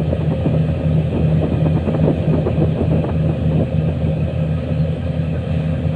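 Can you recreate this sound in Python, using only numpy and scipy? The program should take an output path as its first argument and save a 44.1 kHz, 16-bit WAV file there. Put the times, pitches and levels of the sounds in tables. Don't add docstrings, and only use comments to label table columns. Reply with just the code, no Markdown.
import sys
import numpy as np
from scipy import signal
from scipy.fft import rfft, irfft
from scipy.io import wavfile
from scipy.ndimage import uniform_filter1d

SR = 44100
rng = np.random.default_rng(int(sys.argv[2]) if len(sys.argv) > 2 else 0)


def log_audio(samples):
    frames = np.atleast_2d(samples).T
    limited = np.clip(frames, -1, 1)
    pcm = np.round(limited * 32767).astype(np.int16)
    wavfile.write(sys.argv[1], SR, pcm)


N = 262395
TIME = np.arange(N) / SR
HZ = np.fft.rfftfreq(N, 1 / SR)

# time in seconds, crank speed in rpm.
PORT_RPM = [(0, 1237.4), (.53, 1245.7), (3.84, 1246.2), (5.1, 1254.6)]
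STARBOARD_RPM = [(0, 1192.3), (1.05, 1187.6), (2.9, 1193.8), (5, 1193.7), (5.95, 1197.8)]
PORT_START, STARBOARD_START = .282, .946
# time in seconds, level in dB.
BOOM_LEVEL = [(0, -26.5), (.7, -22), (4.6, -24.5), (5.3, -27), (5.95, -23)]
# multiple of the four-stroke cycle rate, level in dB.
PORT_HARMONICS = [(7, -44), (8, -26), (10, -38.5), (11, -42.5), (12, -31.5), (13, -31.5), (14, -42.5),
                  (16, -32.5), (19, -40), (20, -42.5), (22, -47), (23, -42), (24, -38.5), (25, -40.5)]
STARBOARD_HARMONICS = [(7, -45), (8, -42), (9, -32), (11, -40.5), (12, -34), (13, -37.5), (14, -39.5),
                       (15, -39.5), (19, -42.5), (20, -38.5), (21, -42), (22, -43.5), (23, -41.5),
                       (24, -43), (25, -37.5), (28, -44)]
# frequency in Hz, relative level in dB.
RASP_SPECTRUM = [(200, -29), (290, -18.5), (380, -17.5), (450, -4), (490, -7.5), (528, 2.5), (565, -5),
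                 (615, -4.5), (690, -12.5), (780, -14), (900, -30.5), (1300, -36.5), (2500, -73)]
# time in seconds, relative level in dB.
WIND_STRENGTH = [(0, -29.5), (1.2, -30), (2.1, -25.5), (4.2, -33.5), (4.9, -41), (5.95, -36)]
# time of the peak in seconds, strength in dB, half length in seconds.
HARD_EDDIES = [(.117, -22, 0.02), (.466, -19.5, .022), (1.156, -17.5, .034), (1.308, -23, .025),
               (1.44, -16.5, 0.026), (1.661, -19.5, .017), (1.871, -24, .016), (1.947, -21.5, .013),
               (2.045, -20.5, .021), (2.086, -17.5, 0.027), (2.339, -19, 0.019), (2.473, -17.5, 0.021),
               (2.625, -18, 0.031), (2.784, -21, 0.019), (2.922, -22, 0.023), (3.047, -23.5, 0.012),
               (3.093, -22, 0.013), (3.599, -23, .029)]
# frequency in Hz, relative level in dB.
PUSH_SPECTRUM = [(20, -29), (50, -16.5), (80, -6), (125, -7), (160, -10.5), (200, 0), (290, -1.5),
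                 (450, -5.5), (620, -7.5), (800, -22.5), (1200, -35.5), (2200, -52), (5000, -87.5)]
FLUTTER_SPECTRUM = [(250, -21.5), (550, 5), (900, 6), (1300, -5), (1900, -9.5), (3000, -29.5),
                    (5000, -63.5), (9000, -87.5)]
RUMBLE_SPECTRUM = [(15, -20), (30, -20.5), (50, -14), (70, -1.5), (95, 1), (125, 3.5), (155, -6.5),
                   (185, -3.5), (250, -7.5), (320, -17), (500, -23.5), (1000, -69)]
# centre in Hz, width in Hz, gain in dB.
HOUSING_RESONANCES = [(1240, 110, 3), (1370, 92, -3.5), (1770, 390, -0.5), (2132, 98, -7.5),
                      (2540, 110, 2.5), (2840, 68, -3.5), (3860, 45, -2), (8230, 240, 4.5)]
# frequency in Hz, relative level in dB.
WAKE_SPECTRUM = [(300, -0.5), (800, -1.5), (1000, -4.5), (1700, -1.5), (2600, -1.5), (3200, -3.5),
                 (4200, -13), (5000, -29.5), (6000, -30.5), (7200, -26), (8800, -25), (10000, -33.5),
                 (12000, -45.5), (15500, -47)]
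# time of the peak in seconds, extra level in dB.
WAVELETS = [(1.88, 1.5), (2.17, 1.5), (5.52, 2.5)]
# pitch in Hz, width in Hz, relative level in dB.
GURGLE_BANDS = [(1267, 65, -54), (1608, 60, -56), (2480, 89, -52.5), (2660, 54, -56.5), (3180, 110, -58.5)]
# time of the peak in seconds, pitch in Hz, level in dB, half length in seconds.
WASH_CHIRPS = [(2.82, 8280, -63, 0.015), (4.054, 2300, -47, .018), (4.812, 4200, -53, 0.033),
               (5.31, 2580, -41, 0.011), (5.37, 1515, -41, 0.018)]
# pitch in Hz, level in dB.
WHINE_TONES = [(4676, -77), (5218, -83.5)]


def drone(rpm, start, harmonics, booming_order, waver):
    cycle = cycles(rpm, start)
    tones = gain_of(over_time(BOOM_LEVEL)) * np.cos(2 * np.pi * booming_order * cycle)
    loudest_first = sorted(harmonics, key=lambda row: -row[1])
    for rank, (order, db) in enumerate(loudest_first):
        scatter = 2 * np.pi * rng.random() + waver * wander(2) if rank else 0
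        tones += gain_of(db) * np.cos(2 * np.pi * order * cycle + scatter)
    return np.sqrt(2) * tones


def exhaust(rpm, start, level_db, rough, puff_share, lope_db, limp_db, cylinders=8):
    cycle = cycles(rpm, start)
    pattern = rng.standard_normal(1024)
    repeating = np.interp(cycle % 1, np.linspace(0, 1, len(pattern)), pattern)
    turbulence = 2 * rng.standard_normal(N)
    gas = np.sqrt(1 - rough) * repeating + np.sqrt(rough) * turbulence
    firing = np.exp(-(cylinders * cycle % 1) / puff_share)
    uneven_db = lope_db * np.cos(2 * np.pi * cycle) + limp_db * np.cos(4 * np.pi * cycle)
    return gain_of(level_db) * coloured(gas * firing * gain_of(uneven_db), spectrum_db(RASP_SPECTRUM))


def pipe_tone(level_db, flicker_db, waver, order=53):
    phase = 2 * np.pi * order * cycles(STARBOARD_RPM, STARBOARD_START) + waver * wander(12)
    return gain_of(level_db) * unit_rms(gain_of(flicker_db * wander(13)) * np.cos(phase))


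def wind(roar_db, lumpy_db, rumble_db, rumble_share):
    strength_db = over_time(WIND_STRENGTH)
    roar = gain_of(roar_db + strength_db + lumpy_db * wander(21)) * noise(spectrum_db(PUSH_SPECTRUM))
    gust_db = strength_db - strength_db.mean()
    rumble = gain_of(rumble_db + rumble_share * gust_db) * noise(spectrum_db(RUMBLE_SPECTRUM))
    return roar + rumble


def eddies(push_db, flutter_db, ragged_db, small_eddy_s=.01, db_per_halving=12.5):
    push, flutter = np.zeros((2, N))
    for peak_s, db, half_s in list(HARD_EDDIES) + lesser_eddies():
        pressure = gain_of(db) * surge(peak_s, rise_s=.8 * half_s, fade_s=1.1 * half_s)
        smallness_db = db_per_halving * np.log2(small_eddy_s / half_s)
        push = np.hypot(push, pressure)
        flutter = np.hypot(flutter, pressure * gain_of(smallness_db))
    ragged = unit_rms(gain_of(ragged_db * wander(70)))
    push *= gain_of(push_db) * ragged * noise(spectrum_db(PUSH_SPECTRUM))
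    flutter *= gain_of(flutter_db) * noise(spectrum_db(FLUTTER_SPECTRUM) + housing_db())
    return push + flutter


def lesser_eddies(per_s=4.5, over_wind_db=6, spread_db=1.5, typical_half_s=.024, count=40):
    place, strength, size = rng.random((count, 3)).T
    peak_s = (np.arange(count) + place) / per_s
    db = over_time(WIND_STRENGTH, peak_s) + over_wind_db + spread_db * (2 * strength - 1)
    half_s = typical_half_s * 2 ** (size - .5)
    return [row for row in zip(peak_s, db, half_s) if row[0] < N / SR]


def wake(level_db, patchy_db):
    hiss = noise(spectrum_db(WAKE_SPECTRUM) + housing_db())
    bands = signal.stft(hiss, nperseg=512, noverlap=384)[2]
    patches = uniform_filter1d(rng.standard_normal(bands.shape), size=4, axis=0)
    patches = unit_rms(uniform_filter1d(patches, size=22, axis=1))
    foam = signal.istft(bands * gain_of(patchy_db * patches), nperseg=512, noverlap=384)[1][:N]
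    return gain_of(level_db) * unit_rms(foam)


def heave(swing_db, period_s, crest_s):
    level_db = swing_db * np.cos(2 * np.pi * (TIME - crest_s) / period_s)
    for peak_s, db in WAVELETS:
        level_db += db * surge(peak_s, rise_s=.033, fade_s=.16)
    return gain_of(level_db)


def gurgles(drift_hz, flicker_db):
    water = np.zeros(N)
    for hz, width_hz, db in GURGLE_BANDS:
        carrier = np.exp(2j * np.pi * np.cumsum(hz + drift_hz * wander(8.13)) / SR)
        fuzz = wander(width_hz / 2) + 1j * wander(width_hz / 2)
        water += gain_of(db) * unit_rms((carrier * fuzz).real * gain_of(flicker_db * wander(9.6)))
    return water


def chirps(fall_per_s, fuzz):
    notes = np.zeros(N)
    for peak_s, hz, db, half_s in WASH_CHIRPS:
        t = TIME - peak_s
        phase = 2 * np.pi * hz * (t - fall_per_s * t ** 2 / 2) + fuzz * wander(120)
        notes += gain_of(db) * surge(peak_s, half_s, half_s) * np.sqrt(2) * np.cos(phase)
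    return notes


def whines(drift_hz, flicker_db):
    tones = np.zeros(N)
    for hz, db in WHINE_TONES:
        level = gain_of(db + flicker_db * wander(3))
        phase = 2 * np.pi * np.cumsum(hz + drift_hz * wander(14)) / SR
        tones += level * np.sqrt(2) * np.cos(phase)
    return tones


def housing_db():
    return sum(db * np.exp(-((HZ - hz) / width) ** 2) for hz, width, db in HOUSING_RESONANCES)


def cycles(rpm, start):
    return start + np.cumsum(over_time(rpm)) / (120 * SR)


def surge(peak_s, rise_s, fade_s):
    return np.exp(-((TIME - peak_s) / np.where(TIME < peak_s, rise_s, fade_s)) ** 2)


def wander(rate_hz):
    lowpass = (HZ > 0) / (1 + (HZ / rate_hz) ** 4)
    return unit_rms(irfft(rfft(rng.standard_normal(N)) * lowpass, N))


def noise(db):
    return coloured(rng.standard_normal(N), db)


def coloured(x, db):
    return unit_rms(irfft(rfft(x) * gain_of(db), N))


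def spectrum_db(points):
    hz, db = np.transpose(points)
    return np.interp(np.log(HZ + 1), np.log(hz + 1), db)


def over_time(points, seconds=TIME):
    return np.interp(seconds, *np.transpose(points))


def gain_of(db):
    return 10 ** (np.asarray(db) / 20)


def unit_rms(x):
    return x / np.sqrt(np.mean(x ** 2) + 1e-20)


def scene():
    port = drone(PORT_RPM, PORT_START, PORT_HARMONICS, booming_order=15, waver=.5)
    starboard = drone(STARBOARD_RPM, STARBOARD_START, STARBOARD_HARMONICS, booming_order=16, waver=.29)
    shake_db = 1.3
    engines = (port + starboard) * unit_rms(gain_of(shake_db * wander(21)))
    rasp = exhaust(PORT_RPM, PORT_START, level_db=-35, rough=.6, puff_share=.43, lope_db=5, limp_db=4)
    rasp += exhaust(STARBOARD_RPM, STARBOARD_START, level_db=-33.5, rough=.44, puff_share=.33,
                    lope_db=1.7, limp_db=.5)
    rasp += pipe_tone(level_db=-37.5, flicker_db=4.5, waver=.7)
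    water = wake(level_db=-41.5, patchy_db=1.5) + gurgles(drift_hz=22.05, flicker_db=3)
    water *= heave(swing_db=.56, period_s=5.5, crest_s=1.4)
    water += chirps(fall_per_s=.6, fuzz=.81)
    air = wind(roar_db=-1, lumpy_db=3, rumble_db=-31.5, rumble_share=.74)
    air += eddies(push_db=2, flutter_db=-.5, ragged_db=3.5)
    return (engines + rasp + air + water + whines(drift_hz=9, flicker_db=1))[None]


def record(dry):
    edge_hz = 15500
    return signal.sosfiltfilt(signal.butter(14, edge_hz, fs=SR, output="sos"), dry)


dry = scene()
out = record(dry)
log_audio(out)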